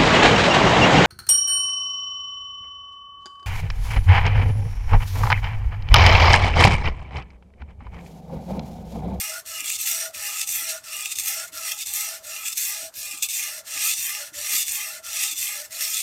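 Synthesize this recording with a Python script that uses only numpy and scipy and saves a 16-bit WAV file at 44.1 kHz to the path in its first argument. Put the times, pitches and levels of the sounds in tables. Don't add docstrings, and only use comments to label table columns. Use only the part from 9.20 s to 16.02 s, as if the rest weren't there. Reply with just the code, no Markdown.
import sys
import numpy as np
from scipy import signal
from scipy.fft import rfft, irfft
from scipy.io import wavfile
from scipy.ndimage import uniform_filter1d

SR = 44100
rng = np.random.default_rng(int(sys.argv[2]) if len(sys.argv) > 2 else 0)


def to_wav(sig):
    pcm = np.clip(np.atleast_2d(sig), -1, 1) * 32767
    pcm = np.round(pcm).astype(np.int16)
    wavfile.write(sys.argv[1], SR, pcm.T)


def to_linear_factor(level_db):
    exponent = np.asarray(level_db, float) / 20
    return 10 ** exponent


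N = 300762

TURNS = [-.11, .238, .577, .92, 1.257, 1.624, 1.948, 2.31, 2.652, 3.015, 3.345, 3.716, 4.079, 4.431, 4.751,
         5.121, 5.45, 5.817, 6.149, 6.49, 6.84]
# [t/s, level change/dB, slowing/s, restart/s]
HALTS = [(0.24, -23.0, 0.032, 0.018), (0.576, -11.0, 0.009, 0.017), (0.925, -20.0, 0.037, 0.014),
         (1.256, -14.0, 0.013, 0.017), (1.623, -19.0, 0.034, 0.018), (1.949, -11.0, 0.011, 0.006),
         (2.314, -22.0, 0.026, 0.012), (2.653, -13.0, 0.018, 0.005), (3.017, -19.0, 0.032, 0.022),
         (3.344, -18.0, 0.009, 0.038), (3.717, -23.0, 0.028, 0.031), (4.077, -14.0, 0.01, 0.015),
         (4.431, -20.0, 0.023, 0.028), (4.752, -8.0, 0.01, 0.022), (5.122, -20.0, 0.028, 0.016),
         (5.452, -15.0, 0.017, 0.036), (5.82, -21.0, 0.025, 0.015), (6.148, -13.0, 0.014, 0.021),
         (6.492, -19.0, 0.026, 0.017)]


def evened(x):
    return x / np.sqrt(np.mean(x ** 2) + 1e-20)


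def read(points, hz):
    f, value = np.transpose(points)
    return np.interp(np.log(hz + 1), np.log(f + 1), value)


def resonate(x, hz, width):
    turn = np.exp(2j * np.pi * np.cumsum(hz * np.ones(len(x))) / SR)
    r = np.exp(-np.pi * width / SR)
    smooth = signal.lfilter([1], [1, -2 * r, r * r], x * turn.conj())
    return 2 * np.sqrt(2 * (1 - r) ** 3) * (turn * smooth).real


def wander(count):
    return evened(uniform_filter1d(uniform_filter1d(rng.standard_normal(N), count), count))


def bumps(t, rows):
    out = np.zeros(len(t))
    for s, db, before, after in rows:
        near = slice(max(round((s - .3) * SR), 0), round((s + .3) * SR))
        v = t[near] - s
        side = np.where(v < 0, max(before, .002), max(after, .002))
        out[near] += db * np.exp(-(v / side) ** 2)
    return out


def room():
    # [f/Hz, level/dB per Hz]
    hum_spectrum = [(25, -18), (50, -3.5), (83, 0), (110, -3), (200, -8), (500, -10), (1500, -5),
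                    (5000, -35), (16000, -38)]
    hz = np.fft.rfftfreq(N, 1 / SR)
    shaped = rfft(rng.standard_normal(N)) * to_linear_factor(read(hum_spectrum, hz))
    return to_linear_factor(-62.5) * evened(irfft(shaped, N))


def thuds(events, hz, rise, t60, puff_db):
    out, u = np.zeros(N), np.arange(12000) / SR
    for (s, db), (tune, phase) in zip(events, rng.random((len(events), 2))):
        push = evened(resonate(rng.standard_normal(len(u)), 194, 330)) * to_linear_factor(puff_db - 60 * u / 0.22)
        tone = np.sin(2 * np.pi * (hz * (0.975 + 0.045 * tune) * u + phase))
        swell = (1 - np.exp(-u / rise)) * to_linear_factor(db + 5 - 60 * u / t60)
        part = out[round(s * SR):][:len(u)]
        part += (swell * (tone + push))[:len(part)]
    return out


def basin_booms():
    # [t/s, peak level/dB]
    booms = [(0.249, -62), (0.548, -59), (0.761, -65), (0.95, -54), (1.283, -55), (1.358, -57),
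             (1.959, -54), (2.329, -59), (2.659, -57), (3.037, -61), (3.196, -64), (3.628, -62),
             (3.763, -56), (4.072, -63), (4.548, -57), (4.778, -52.5), (5.154, -54), (5.479, -56),
             (5.865, -59.5), (6.179, -56), (6.498, -69)]
    return thuds(booms, hz=82.8, rise=0.013, t60=0.29, puff_db=-4.5)


def bridge_knocks():
    # [t/s, peak level/dB]
    knocks = [
        (0.417, -53.5),
        (1.416, -53),
        (2.324, -54.5),
        (3.627, -52),
        (3.935, -52),
        (4.557, -52),
        (5.119, -52.5),
        (5.337, -52),
        (6.124, -54),
    ]
    return thuds(knocks, hz=303, rise=0.004, t60=0.11, puff_db=-7.5)


def basin(x, t60):
    u = np.arange(6000)
    taps = rng.choice([-1., 1.], len(u)) * (rng.random(len(u)) < .05)
    taps = taps * to_linear_factor(-60 * u / SR / t60) * (u > 40)
    return signal.oaconvolve(x, taps / np.linalg.norm(taps))[:N]


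def stone():
    # [place -1 far, 0 near, 1 far; low, second, third ring level/dB
    flex = [
        (-0.856, -86, -61, -57.5, 2),
        (-0.58, -68.5, -49.5, -45, 0.9),
        (-0.38, -48, -52.5, -45.5, 0.74),
        (-0.178, -47, -61, -40.5, -0.5),
        (0.053, -55.5, -77, -58, 0.3),
        (0.207, -48.5, -60.5, -51.5, 0.6),
        (0.443, -52.5, -54, -51, 1.5),
        (0.798, -69, -50.5, -49, 0.9),
        (0.78, -70, -59, -55, 1.13),
    ]
    # [low, second, third ring level change/dB, low ring f/Hz, sagged third ring f/Hz]
    stroke_loads = [(6, 2.5, -3, 676, 1260), (0.5, -3.5, 3, 630, 1295), (6.5, 1, -1, 640, 1350),
                    (0, 3.5, 4, 618, 1290), (4, 1, -2, 650, 1340), (-3, -4.5, 2.3, 624, 1285),
                    (2.5, 0.5, -2.5, 655, 1330), (1.5, -2, 3, 640, 1324), (-2, 2.5, -1.3, 637, 1270),
                    (1.8, -1.5, 2.5, 623, 1333), (2, -2, -9.5, 650, 1200), (-5.5, -5.5, -4, 617, 1240),
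                    (-2, -5, -7.5, 621, 1180), (-2, 1.5, -0.5, 622, 1290), (-5.5, -1, -2.5, 615, 1190),
                    (0, -3, 1, 600, 1270), (-1, -1, -4, 630, 1195), (-2, 1, 1.5, 628, 1310),
                    (-1.5, -3.5, -6.5, 600, 1180), (0.5, -3.5, -0.5, 621, 1300)]
    # [t/s, level change/dB, build-up/s, release/s]
    sings = [(.17, 8, .05, 0.038), (.45, -3.5, .08, .06), (1.03, -5, .05, .05), (2.5, 1, 0.055, .05),
             (.6, 3, 0.051, .06), (.87, 2.5, .04, .03), (1.3, -4, 0.046, .05), (1.56, 7.5, 0.043, 0.024),
             (1.75, 1, .06, 0.055), (2.24, 6.5, 0.051, 0.019), (2.37, 6.5, 0.018, 0.032),
             (2.62, -11, 0.059, .06), (3.76, -20, .03, 0.055), (4.4, 4, 0.03, .05), (4.65, 5, .06, .06),
             (5.22, -7, 0.034, .04), (5.36, 2, .04, .03), (5.78, 5, 0.027, .03), (5.86, 8, 0.022, 0.027),
             (6.5, -2, 0.048, 0.043)]
    # [t/s, level change/dB, build-up/s, release/s]
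    hums = [(.2, 3, 0.027, .04), (.82, -4, 0.041, .04), (.9, 6.5, .03, .03), (1.6, -6, .03, 0.034),
            (2.3, -3, .03, .03), (3.02, 5.5, 0.058, .05), (3.6, -5, 0.044, 0.023), (3.73, -5, 0.025, 0.028),
            (4.4, 7.5, .04, .04), (5.02, 7, .03, .03), (5.2, 0.5, .04, 0.045), (5.8, 1.5, .06, .06)]
    t = np.arange(N) / SR
    travel = np.interp(t, TURNS, np.arange(len(TURNS)))
    place, *columns = np.transpose(flex)
    low_db, second_db, third_db, sag = (np.interp(travel % 2 - 1, place, c) for c in columns)
    load = uniform_filter1d(np.array(stroke_loads)[travel.astype(int)].T, size=1300, axis=1)
    halt_db = bumps(t, HALTS)
    low_db = low_db + load[0] + bumps(t, hums) - 3.0 + 0.13 * halt_db
    second_db = second_db + load[1] - 4.0 + 0.15 * halt_db
    third_db = third_db + load[2] + bumps(t, sings)
    near_hz = 1411
    third_hz = near_hz + sag * (load[4] - near_hz)
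    modes = []
    for hz in (592.5, 649.8):
        modes.append((low_db - 15.0 * ((hz - load[3]) / 47.7) ** 2, hz, 24))
    for hz in (1212, 1288, 1416):
        modes.append((third_db - 6.0 - 9.0 * ((hz - third_hz) / 97) ** 2 + 0.55 * halt_db, hz, 50))
    modes.append((third_db - 4.5 + 0.36 * halt_db, np.clip(third_hz, 1150, 1440), 35))
    modes.append((second_db, 824, 40))
    out = np.zeros(N)
    for db, hz, width in modes:
        shake, bent = rng.standard_normal(N), hz * (1 + 0.011 * wander(count=2500))
        ring = resonate(shake, bent, width)
        ring = evened(ring / abs(uniform_filter1d(ring ** 2, size=500) + 1e-12) ** 0.13)
        halo = evened(resonate(shake, bent, 5 * width))
        out += to_linear_factor(db + 1.9 * wander(count=1500)) * evened(ring + 0.58 * halo)
    return out


def chips():
    # [t/s, peak level/dB, ring f/Hz]
    snaps = [(0.4058, -13, 7530), (0.459, -16, 7750), (0.5022, -12, 2500), (0.518, -13, 7570),
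             (0.524, -9, 8010), (0.6133, -9, 13000), (0.7136, -6, 7760), (0.947, -21, 2430),
             (1.215, -15, 6710), (1.2737, -20, 6670), (1.7673, -11.5, 7750), (1.7897, -20, 8310),
             (1.8084, -12.5, 7700), (1.824, -14, 8400), (1.8576, -11.5, 2700), (1.9869, -12, 6670),
             (1.9964, -13.4, 5980), (2.04, -21, 6800), (2.0585, -13.3, 8310), (2.5438, -27, 7400),
             (2.6624, -17, 7270), (2.7372, -10.7, 8500), (3.2595, -20, 6900), (3.328, -18, 5550),
             (3.9113, -19, 8000), (3.9765, -18, 8050), (3.9857, -19, 7700), (4.025, -10, 3700),
             (4.0639, -21, 7920), (4.0883, -23, 7880), (4.5769, -15, 2530), (4.9502, -13, 2620),
             (5.4282, -10, 6670), (5.4533, -22, 7960), (5.4817, -11, 7900), (5.5203, -10, 8130),
             (5.56, -14, 8100), (5.931, -14, 5680), (6.1484, -27, 6760), (6.1796, -12, 6030),
             (6.744, -9, 6900)]
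    t60, crack, level_db = 0.0078, 0.31, -3.0
    out, u = np.zeros(N), np.arange(500) / SR
    for (s, db, hz), noise in zip(snaps, rng.standard_normal((len(snaps), len(u)))):
        snap = np.sin(2 * np.pi * hz * u) + crack * np.diff(noise, prepend=0)
        fade = np.minimum(u / 0.00033, 1) * to_linear_factor(db + level_db - 60 * u / t60)
        part = out[round(s * SR):][:len(u)]
        part += (fade * snap)[:len(part)]
    return signal.sosfilt(signal.butter(6, 2000, "highpass", fs=SR, output="sos"), out)


def grit(per_s=12000, spread_db=1.5, smooth=0.69):
    size = to_linear_factor(spread_db * np.minimum(rng.exponential(1, N), 3)) * rng.choice([-1., 1.], N)
    ticks = evened(size * (rng.random(N) < per_s / SR))
    crush = np.minimum(rng.exponential(1, N), 1.8) * (rng.random(N) < 110 / SR)
    bursts = 1 + 0.64 * signal.lfilter([1], [1, -np.exp(-1 / (0.00095 * SR))], crush)
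    slurry = smooth * rng.standard_normal(N)
    return evened((ticks + slurry) * bursts * to_linear_factor(0.6 * wander(count=400)))


def pressure(t):
    reach_db = [-24.5, -35.5, -26, -33, -28.5, -35.5, -31.5, -35, -30, -35.5, -25.5, -38.5, -26, -38.5, -26,
                -34.5, -27, -35.5, -26.5, -37.5, -21.5]
    # [t/s, level change/dB, build-up/s, release/s]
    leans = [(.47, 1, .08, 0.14), (.676, 3.5, 0.05, 0.068), (.82, 3, 0.085, .035),
             (1.075, 3.5, 0.046, 0.018), (1.135, 1, 0.022, .03), (1.215, 3, 0.04, 0.036),
             (1.51, 3.5, 0.25, 0.04), (1.665, -2, 0.026, 0.049), (1.764, 1.5, 0.044, 0.028),
             (2.14, 5.5, 0.09, 0.068), (2.474, 6, 0.035, 0.036), (2.57, -1.5, .03, .04),
             (2.733, -3, 0.018, .003), (2.81, 6, 0.046, 0.043), (2.9, 3.5, .04, 0.03),
             (3.225, -7, 0.069, 0.033), (3.3, -2.5, .015, 0.028), (3.39, 2, .03, 0.28),
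             (3.79, 3, 0.11, 0.045), (4.0, -4, 0.092, 0.019), (4.19, 3, 0.053, 0.27),
             (4.48, -0.5, 0.018, 0.051), (4.647, 8, 0.14, 0.11), (5.06, -3.5, 0.031, 0.066),
             (5.36, 7.5, 0.13, 0.074), (5.77, -2.5, 0.047, .04), (5.99, 7, 0.081, 0.11),
             (6.25, 1.5, .07, 0.27), (6.65, 3.5, 0.1, 0.046)]
    # [t/s, level change/dB, onset/s, release/s]
    slips = [(0.406, 2.5, 0.0076, 0.005), (0.43, -9, 0.014, 0.014), (0.654, -7.5, 0.016, 0.0036),
             (1.501, 6, 0.023, 0.023), (1.858, 1, 0.0027, 0.0062), (1.884, -2.5, 0.007, 0.016),
             (1.923, 7, 0.012, 0.012), (1.973, 1, 0.011, 0.005), (1.986, 0.5, 0.003, 0.017),
             (2.029, -2.5, 0.01, 0.017), (2.079, 5, 0.009, 0.025), (2.272, -8, 0.017, 0.0053),
             (2.517, 8, 0.0046, 0.015), (2.569, -5.5, 0.045, 0.012), (2.62, 4, 0.012, 0.02),
             (2.738, 3.5, 0.0023, 0.034), (3.06, -5, 0.005, 0.011), (3.316, -6.5, 0.014, 0.0097),
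             (3.379, 7.5, 0.031, 0.011), (3.855, 5, 0.0078, 0.012), (3.969, -3, 0.018, 0.003),
             (3.993, 0, 0.003, 0.012), (4.017, -8.5, 0.051, 0.0073), (4.025, 9, 0.0019, 0.02),
             (4.625, 0.5, 0.0044, 0.025), (4.748, 1, 0.003, 0.011), (4.068, -1, 0.002, 0.01),
             (2.332, -3, 0.002, 0.013), (3.256, 2.5, 0.004, 0.02), (1.722, 3, 0.002, 0.015),
             (5.485, 8.5, 0.043, 0.011), (6.034, 3.5, 0.0099, 0.011), (6.107, -4, 0.019, 0.0057),
             (6.433, -5, 0.0089, 0.019), (6.613, 4.5, 0.0073, 0.037), (6.822, -8, 0.011, 0.008)]
    # [t/s, peak level/dB]
    catches = [(.2618, -21), (.4998, -8), (.6629, -41), (.7174, -10), (0.9463, -23), (1.2137, -5),
               (1.274, -8), (1.291, -10), (1.64, -24), (3.74, -23), (1.824, -25), (1.8567, -9),
               (1.9555, -14), (1.9858, -9), (1.9974, -8), (2.059, -13), (2.3305, -20), (2.511, -12),
               (2.661, -24), (2.737, -13), (3.328, -16), (3.3726, -8), (3.8544, -20), (3.9123, -12.5),
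               (3.974, -23), (4.024, -8), (4.088, -11), (5.1407, -23), (5.48, -11), (6.508, -23)]
    level_db = np.interp(t, TURNS, reach_db) + bumps(t, list(leans) + list(HALTS) + list(slips))
    power, u = to_linear_factor(2 * level_db), np.arange(4000) / SR
    for s, db in catches:
        part = power[round(s * SR):][:len(u)]
        part += to_linear_factor(2 * (db - 13.0 - 60 * u / 0.028))[:len(part)]
    return np.sqrt(power)


def scrape():
    # [freedom of lower modes level/dB, of upper modes level/dB, bite of fine edge level/dB, low hiss level/dB]
    grip = [(2.5, 7, 1.5, 3), (2.3, 4, 0, -3), (-3, -15, 0.8, 0.2), (-1.5, -9, 0.5, 5.5),
            (2.5, 4, 0.5, -0.5), (1.6, 2, -1.5, -1), (-1, -1, 1, 1.5), (-2, 3.5, 3, 2.5), (0.5, 2, 0, 0),
            (0.8, -2, 3, 2.5), (-1, 2, 2, 1.7), (-0.6, -2, 1, -19), (3, 9, 2.5, 3.5), (-4, -5, -0.5, -0.5),
            (3.5, 9.5, 0.5, 4), (-4.5, -9, 1, 2.5), (4.5, 13, 3, 4.5), (-6.5, -2, -1, -1.5),
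            (3, 10, 3, 3.5), (-8, -3, 1.5, -.4)]
    # [t/s, level change/dB, build-up/s, release/s]
    sizzles = [(.45, 2, .05, .05), (.75, 1, .05, .08), (1.1, 2.5, .05, 0.081), (1.35, 3, 0.068, .08),
               (1.78, 3, .06, .08), (2.09, 2, .03, .05), (2.45, -1.5, .05, .05), (2.8, 2.5, 0.046, 0.071),
               (3.13, -1.5, .05, .05), (3.44, 1.5, 0.036, 0.075), (3.76, 5, .02, .04),
               (3.85, 1.5, 0.054, .05), (.3, 1.5, .02, .04), (4.03, 1.5, .01, 0.018),
               (4.2, -3.5, .05, 0.074), (4.65, 5, .03, .07), (4.85, 1.5, 0.054, .06), (5.36, 5, .06, .06),
               (5.6, -1.5, .05, .06), (6.02, 2, .06, 0.051), (6.28, -1, .05, .06), (6.7, 0.5, .06, 0.065)]
    open_db = [.2, .2, .2, .2, .2, .2, .2, .2, .2, 1.7, .2, 0.12, .2, 1.3, .2, 0.74, 1.4, .2, .2, .2]
    # [f/Hz, level/dB per Hz]
    hiss = [(400, -62), (1000, -20.5), (1500, -12.5), (2000, -3), (3000, -5.5), (5000, -2.45), (7000, 0),
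            (9000, -3), (10500, -7), (13300, -5), (14600, -9.5), (15800, -17.5)]
    # [f/Hz, width/Hz, level/dB, best place 0 near-1 far, reach, extra level when pulled/dB]
    body = [(1750, 80, -22.5, 0.14, 0.42, -0.5), (2124, 330, -17.5, 0.54, 0.12, 0.5),
            (2445, 152, -13, 0.57, 0.14, -5), (2694, 460, -13, 0.62, 0.3, -5),
            (3267, 150, -15.5, 0.64, 0.12, -6), (3540, 86, -17.5, 0.94, 0.26, -3.5),
            (4290, 67, -36, 0.084, 0.57, -1), (5627, 83, -14.5, 0.39, 0.21, 2),
            (6150, 650, -21, 1, 0.48, 9), (7120, 1400, -13.5, 0.775, 0.11, 3.5),
            (8280, 1400, -15, 0.9, 0.6, 3.5)]
    t = np.arange(N) / SR
    travel = np.interp(t, TURNS, np.arange(len(TURNS))) % 2
    place, pulled = abs(travel - 1), uniform_filter1d(1. * (travel < 1), size=900)
    middles = np.convolve(TURNS, [.5, .5], "valid")
    lower_db, upper_db, bite_db, hiss_db = (np.interp(t, middles, c) for c in np.transpose(grip))
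    bite_db = bite_db + 5.2 * pulled * np.exp(-((place - .7) / 0.2) ** 2)
    bite_db = bite_db - 1.0 * (1 - pulled) * place ** 3 + bumps(t, sizzles)
    drive = grit() * pressure(t)
    hz, frames, z = signal.stft(drive, SR, nperseg=512, noverlap=384)
    fine, broad = rng.standard_normal((2, len(frames), len(hz))).transpose(0, 2, 1)
    fine = evened(uniform_filter1d(uniform_filter1d(fine, size=12, axis=1), size=2, axis=0))
    broad = evened(uniform_filter1d(uniform_filter1d(broad, size=20, axis=1), size=12, axis=0))
    top = np.clip((hz - 8500) / 3000, 0, 1)[:, None]
    far = np.interp(frames, t, place ** (3.3 + 2.5 * pulled))
    low = np.clip((2300 - hz) / 600, 0, 1)[:, None] * far
    bottom = np.clip((2300 - hz) / 400, 0, 1)[:, None]
    gap = np.exp(-((hz - 4400) / 900) ** 2)[:, None]
    colour_db = read(hiss, hz)[:, None] + 2.0 * fine + 0.8 * broad - 13 * low
    colour_db += top * np.interp(frames, t, bite_db)
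    colour_db += bottom * np.interp(frames, t, hiss_db)
    colour_db += gap * np.interp(frames, middles, open_db)
    out = to_linear_factor(3.0) * signal.istft(z * to_linear_factor(colour_db), SR, nperseg=512, noverlap=384)[1][:N]
    for f, width, db, best, reach, pull_db in body:
        freedom_db = lower_db if f < 3000 else upper_db * (f < 5000)
        touch = np.exp(-.5 * ((place - best) / max(reach, .03)) ** 2)
        touch = touch * to_linear_factor(pull_db * pulled + freedom_db + 0.69 * wander(count=1300))
        bent = f * (1 + 0.016 * wander(count=3000))
        out += to_linear_factor(db) * resonate(drive * touch, bent, max(width, f / 11))
    tip = np.exp(-.5 * ((place - 0.44) / 0.12) ** 2) * to_linear_factor(-14 - 10 * pulled + 3.1 * lower_db)
    return out + resonate(drive * tip, 2763 * (1 + 0.016 * wander(count=3000)), 176)


def scene():
    knife = scrape() + stone() + chips()
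    low = bridge_knocks() + basin_booms()
    walls = to_linear_factor(-11) * basin(knife, t60=.09)
    loud_db = 10 * np.log10(abs(uniform_filter1d(knife ** 2, size=3000)) + 1e-9)
    ducked = room() * to_linear_factor(-0.25 * (loud_db + 34))
    return (knife + walls + low + ducked)[None]


def roll_off(x):
    return signal.sosfilt(signal.butter(12, 15830, fs=SR, output="sos"), x)


def record(dry):
    cut = signal.sosfilt(signal.butter(2, 48, "highpass", fs=SR, output="sos"), dry)
    cut = signal.oaconvolve(cut, signal.firwin(401, 16300, window=("kaiser", 8), fs=SR)[None], "same")
    return roll_off(cut)


dry = scene()
out = record(dry)
to_wav(out)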